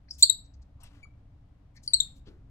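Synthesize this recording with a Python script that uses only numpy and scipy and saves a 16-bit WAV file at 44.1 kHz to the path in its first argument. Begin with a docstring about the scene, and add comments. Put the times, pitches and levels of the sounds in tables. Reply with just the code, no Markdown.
"""Tamarin warning chirps by a window

Small room, a phone's stereo microphones, the left one about 5 cm nearer the tamarin on its cushion.
Two bursts of piercing chirps, each a soft lead-in note then two loud ones, are gliding harmonic tones.
Two faint squeaks between them are steadier tones; rustles and padded steps are shaped noise.
Wall echoes and decaying noise ring after each sound; filtered noise and wavering tones make the low hum.
"""
import sys
import numpy as np
from scipy import signal
from scipy.fft import rfft, irfft, next_fast_len
from scipy.io import wavfile
from scipy.ndimage import uniform_filter1d, minimum_filter1d, map_coordinates

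SR = 44100
rng = np.random.default_rng(int(sys.argv[2]) if len(sys.argv) > 2 else 0)


def generate_wav(sig):
    """Save sig (samples, or channels by samples) to the path in sys.argv[1] as 16-bit PCM at SR."""
    pcm = np.round(np.clip(np.atleast_2d(sig).T, -1, 1) * 32767).astype(np.int16)
    wavfile.write(sys.argv[1], SR, pcm)


N = 110250  # samples, 2.5 s

# House floor noise, spectrum shape: (frequency [Hz], density [dB per Hz, relative])
FLOOR_SPECTRUM = [(20, -9), (42, -4.5), (55, -8), (110, -7.5), (190, -19), (240, -24.5), (285, -18.5),
                  (330, -33.5), (450, -34), (680, -32.5), (1500, -43), (4000, -52), (8000, -62.5),
                  (16000, -73.5)]
# Likeness of the floor noise at the two microphones: (frequency [Hz], likeness [0 to 1])
FLOOR_LIKENESS = [(60, .99), (150, 0.97), (300, .8), (600, .4), (1500, 0.14), (8000, 0.028)]
# Balance of the floor noise: (frequency [Hz], left minus right [dB])
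FLOOR_BALANCE = [(100, 0.5), (500, 5), (4000, 2.5)]
# Slow swell of the low rumble: (time [s], level [dB])
RUMBLE_SWELL = [(0, -3), (.4, 0), (.9, 1.5), (1.4, -0.5), (1.7, -3), (2.0, 4.5), (2.25, 2), (2.5, 3.5)]
# Wavering hum tones: (frequency [Hz], RMS level [dB])
HUM_TONES = [(38.5, -67), (65.5, -58.5), (286, -79.5)]
# Soft rustles and hisses as the animal shifts:
# (time [s], length [s], level [dB], centre [Hz], width [octaves])
RUSTLES = [(.082, .01, -64.5, 1990, .2), (0.081, 0.021, -59.5, 4860, .15), (0.088, .1, -64, 6000, 0.42),
           (0.1, 0.021, -51.5, 5380, 0.14), (0.175, 0.061, -49.5, 6500, 0.86), (.44, 0.034, -71, 5300, .4),
           (0.533, 0.026, -70, 5300, 0.3), (0.612, 0.027, -71.5, 5200, 0.38), (0.759, 0.15, -66, 950, 0.44),
           (.797, 0.033, -67.5, 4520, 0.67), (0.801, .11, -65, 2900, 0.77), (0.851, .21, -68.5, 970, 1.5),
           (1.049, 0.014, -64.5, 1214, .12), (1.739, 0.068, -67.5, 1980, .2),
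           (1.739, 0.044, -71.5, 5500, 0.77), (1.758, .032, -59.5, 4800, 0.27),
           (1.818, 0.067, -62, 6000, 0.57), (1.8, 0.38, -68, 2500, 1.3), (2.131, 0.08, -73, 5000, 0.96),
           (2.251, 0.058, -64.5, 3500, .5)]
# Warning chirps, harmonic levels before the throat, pitches before scoop and sag:
# (time [s], length [s], start pitch [Hz], end pitch [Hz], fundamental [dB], 2nd harmonic [dB],
#  3rd harmonic [dB], left minus right [dB])
CHIRPS = [(0.1078, .009, 5144, 5400, -31.5, -52, -69.5, 4.5),
          (0.224, .017, 3662, 4840, -4, -2.5, -26.5, -1.5),
          (0.2958, .012, 3928, 3887, -7.5, -12.5, -35.5, 15.5),
          (1.876, .006, 4906, 4450, -23.5, -17, -82, 3.5),
          (1.934, 0.016, 3973, 4473, -10.5, -11, -42.5, 7.5),
          (2.0016, 0.011, 3681, 3807, -8.5, -15, -38.5, 10.5)]
# Throat resonances and gaps: (frequency [Hz], gain [dB])
THROAT_RESPONSE = [(3500, -5.5), (3900, -9), (4400, 3.5), (5300, 1.5), (7000, -3), (7550, -4.5), (8300, -6),
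                   (9300, -17.5), (10500, -5), (11500, 1.5), (12500, -3.5), (13500, -16.5), (15000, 0.5),
                   (15800, -10.5)]
# Faint squeaks, pitches before scoop and sag:
# (time [s], length [s], start pitch [Hz], end pitch [Hz], levels of harmonics 1 to 5 [dB, five columns])
SQUEAKS = [(.831, 0.0158, 2893, 2520, -57, -60, -52.5, -58, -64),
           (1.028, 0.031, 2312, 2252, -48.5, -66.5, -67.5, -73.5, -86)]
# Steps on the cushion, level before rise and decay: (time [s], level [dB])
STEPS = [(1.17, -64.5), (2.266, -48), (2.298, -57), (2.336, -63.5)]
# Spectrum of a padded step: (frequency [Hz], gain [dB])
CUSHION_SPECTRUM = [(60, 2.5), (200, -3.5), (420, -0.5), (750, -25.5), (1500, -19.5), (2500, -32),
                    (8000, -43), (11000, -46), (16000, -60)]
# Echoes off nearby surfaces: (delay [s], left level [dB], right level [dB])
WALL_ECHOES = [(.0034, -19.5, -10), (.0073, -20, -15.5), (0.0278, -19.5, -28.5)]
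# Decay of the room: (frequency [Hz], time to fall 60 dB [s])
ROOM_DECAY = [(500, 0.4), (4000, 0.27), (8000, 0.25), (12000, 0.21), (16000, 0.067)]

FLOOR_DB = -54.5  # RMS, before the rumble swells
RUMBLE_TOP_HZ, HUM_WAVER_DB = 400, 6
RUSTLE_GRAIN_DB, RUSTLE_PAN_DB = 2, 9  # pans are left minus right
ATTACK_S, RELEASE_SHARE = 0.0027, 0.6  # release as a share of note length
FOURTH_DB, RASP_DB = -20, -42.5  # against the 3rd harmonic; against the fundamental's set level
# Chirp unsteadiness; jitter is a share of the pitch, rate in random knots per second
JITTER, SHIMMER_DB, FLUTTER_RATE = 0.018, 0.58, 650
# Chirps slide up from below and sag as they stop (shares of the pitch)
SCOOP, SCOOP_S, SAG = 0.066, 0.0016, 0.053
# Unsteadiness is the share of chirp jitter, shimmer, scoop and sag
SQUEAK_ATTACK_S, SQUEAK_UNSTEADY = 0.004, .2
STEP_RISE_S, STEP_T60_S = 0.0022, 0.31
LEFT_LEAD_S = 0.00014  # the left microphone hears the animal first
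ROOM_DB, ROOM_ONSET_S = -16, .006
EARLY_DB, EARLY_T60_S = -13, .06
TOP_HZ = 15850  # band limit
CEILING, LIMIT_HOLD = .97, 89  # share of full scale; samples


def amp(db):
    """Amplitude factor for a level in dB."""
    return 10 ** (np.asarray(db) / 20)


def unit(x):
    """Scale to an RMS of one."""
    return x / np.sqrt(np.mean(x ** 2) + 1e-20)


def along(points, hz):
    """Read (frequency [Hz], value) points on a log frequency axis."""
    f, v = np.transpose(points)
    return np.interp(np.log(hz + 1), np.log(f + 1), v)


def wobble(rate, size):
    """A smooth random curve with rate knots per second."""
    knots = rng.standard_normal(512)
    return map_coordinates(knots, [np.arange(size) * rate / SR], mode="wrap")


def filtered(x, response):
    """Multiply the spectrum of x by a response given as a function of frequency."""
    n = x.shape[-1]
    m = next_fast_len(n + 8192)
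    return irfft(rfft(x, m) * response(np.fft.rfftfreq(m, 1 / SR)), m)[..., :n]


def band(hz, centre_hz, octaves):
    """A bell-shaped band on a log frequency axis."""
    return np.exp(-.5 * (np.log2((hz + 1) / centre_hz) / octaves) ** 2)


def swell(t, length, attack, release):
    """Rounded attack, hold and release."""
    rise = np.sin(np.pi / 2 * np.clip(t / attack, 0, 1)) ** 2
    fall = np.sin(np.pi / 2 * np.clip((length - t) / release, 0, 1)) ** 2
    return rise * fall


def add(track, s, x, pan_db=0):
    """Mix a mono sound into a stereo track at time s, pan_db louder at left than right."""
    part = track[:, round(s * SR):][:, :len(x)]
    part += amp([[pan_db / 2], [-pan_db / 2]]) * x[:part.shape[1]]


def hum():
    """House rumble as partly shared stereo noise that slowly swells, with a few wavering tones."""
    t = np.arange(N) / SR

    def spread(hz):
        # the angle between mid and side sets how alike the microphones sound
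        angle = np.arccos(np.clip(along(FLOOR_LIKENESS, hz), -1, 1)) / 2
        return amp(along(FLOOR_SPECTRUM, hz)) * [np.cos(angle), np.sin(angle)]

    def balance(hz):
        return amp(along(FLOOR_BALANCE, hz) * np.array([[.5], [-.5]]))

    mid, side = filtered(rng.standard_normal((2, N)), spread)
    air = unit(filtered(np.array([mid + side, mid - side]), balance))
    rumble = filtered(air, lambda hz: 1 / (1 + (hz / RUMBLE_TOP_HZ) ** 2))
    air = air - rumble + rumble * amp(np.interp(t, *np.transpose(RUMBLE_SWELL)))
    tones = np.zeros(N)
    for hz, db in HUM_TONES:
        waver = amp(HUM_WAVER_DB * wobble(15, N))
        tones += amp(db) * unit(waver * np.sin(2 * np.pi * hz * t + .5 * wobble(14, N)))
    return amp(FLOOR_DB) * air + tones


def rustles():
    """Fur and fabric brushing: bands of noise that swell and fade with a grainy level."""
    out, t = np.zeros((2, N)), np.arange(SR // 2) / SR
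    for s, length, db, centre_hz, octaves in RUSTLES:
        brush = unit(filtered(rng.standard_normal(len(t)), lambda hz: band(hz, centre_hz, octaves)))
        level = amp(db + RUSTLE_GRAIN_DB * wobble(150, len(t)))
        add(out, s, level * brush * swell(t, length, length / 2, length / 2), RUSTLE_PAN_DB)
    return out


def note(length, start_hz, end_hz, levels, attack, throat, unsteady):
    """One gliding call whose harmonics sweep through the throat response, with a little noisy rasp."""
    t = np.arange(SR // 16) / SR
    progress = np.clip(t / length, 0, 1)
    glide = start_hz + (end_hz - start_hz) * (1 - np.cos(np.pi * progress)) / 2
    jitter = JITTER * wobble(FLUTTER_RATE, len(t))
    bend = jitter - SCOOP * np.exp(-t / SCOOP_S) - SAG * progress ** 6
    pitch = glide * (1 + unsteady * bend)
    phase = 2 * np.pi * np.cumsum(pitch) / SR
    tone = np.zeros(len(t))
    for k, db in enumerate(levels, 1):
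        shimmer = unsteady * SHIMMER_DB * wobble(FLUTTER_RATE, len(t))
        in_band = k * pitch < TOP_HZ
        tone += amp(db + throat(k * pitch) + shimmer) * np.sin(k * phase) * in_band
    hiss = filtered(rng.standard_normal(len(t)), lambda hz: band(hz, centre_hz=5030, octaves=0.93))
    rasp = amp(levels[0] + RASP_DB) * unit(hiss)
    return (tone + rasp) * swell(t, length, attack, RELEASE_SHARE * length)


def chirps():
    """Rough warning chirps: four harmonics coloured by the throat."""
    out = np.zeros((2, N))
    for s, length, start_hz, end_hz, first, second, third, pan_db in CHIRPS:
        levels = (first, second, third, third + FOURTH_DB)
        call = note(length, start_hz, end_hz, levels, ATTACK_S, lambda hz: along(THROAT_RESPONSE, hz), 1)
        add(out, s, call, pan_db)
    return out


def squeaks():
    """Faint, steadier squeaks: five harmonics at their own levels, with a flat throat."""
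    out = np.zeros((2, N))
    for s, length, start_hz, end_hz, *levels in SQUEAKS:
        call = note(length, start_hz, end_hz, levels, SQUEAK_ATTACK_S, np.zeros_like, SQUEAK_UNSTEADY)
        add(out, s, call, pan_db=7)
    return out


def steps():
    """Padded steps: cushion-coloured noise that rises fast and dies away exponentially."""
    out, t = np.zeros((2, N)), np.arange(SR // 2) / SR
    for s, db in STEPS:
        thud = unit(filtered(rng.standard_normal(len(t)), lambda hz: amp(along(CUSHION_SPECTRUM, hz))))
        rise = 1 - np.exp(-t / STEP_RISE_S)
        add(out, s, amp(db - 60 * t / STEP_T60_S) * rise * thud, pan_db=3)
    return out


def room(x):
    """Direct sound, echoes off the pane and frame, early scatter and a tail whose treble dies first."""
    lag = np.array([[-.5], [.5]]) * LEFT_LEAD_S

    def delay(hz, s):
        return np.exp(-2j * np.pi * hz * s)

    def direct_and_echoes(hz):
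        echoes = sum(amp([[left], [right]]) * delay(hz, s + lag) for s, left, right in WALL_ECHOES)
        return delay(hz, lag) + echoes

    near = filtered(x, direct_and_echoes)
    hz, frames, z = signal.stft(rng.standard_normal((2, SR // 2)), SR, nperseg=256)
    decay = amp(-60 * frames / along(ROOM_DECAY, hz)[:, None])
    tail = signal.istft(z * decay, SR, nperseg=256)[1]
    t = np.arange(tail.shape[1]) / SR
    onset = np.clip(t / ROOM_ONSET_S, 0, 1) ** 2
    tail = tail * onset
    early = rng.standard_normal(tail.shape) * amp(-60 * t / EARLY_T60_S) * onset
    # both parts are scaled by the energy of their left channel
    answer = amp(ROOM_DB) * tail / np.linalg.norm(tail[0])
    answer += amp(EARLY_DB) * early / np.linalg.norm(early[0])
    ring = signal.fftconvolve(x.mean(0)[None], answer, axes=1)[:, :N]
    return near + ring * amp([[1.5], [-1.5]])  # ring leans left


def scene():
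    """The animal in its room, over the hum."""
    animal = rustles() + chirps() + squeaks() + steps()
    return room(animal) + hum()


def record(dry):
    """The phone turns down the loudest peaks in both channels, then cuts all above its band limit."""
    needed = CEILING / np.maximum(np.abs(dry).max(0), CEILING)
    gain = uniform_filter1d(minimum_filter1d(needed, 2 * LIMIT_HOLD), LIMIT_HOLD)
    return filtered(dry * gain, lambda hz: hz < TOP_HZ)


dry = scene()
out = record(dry)
generate_wav(out)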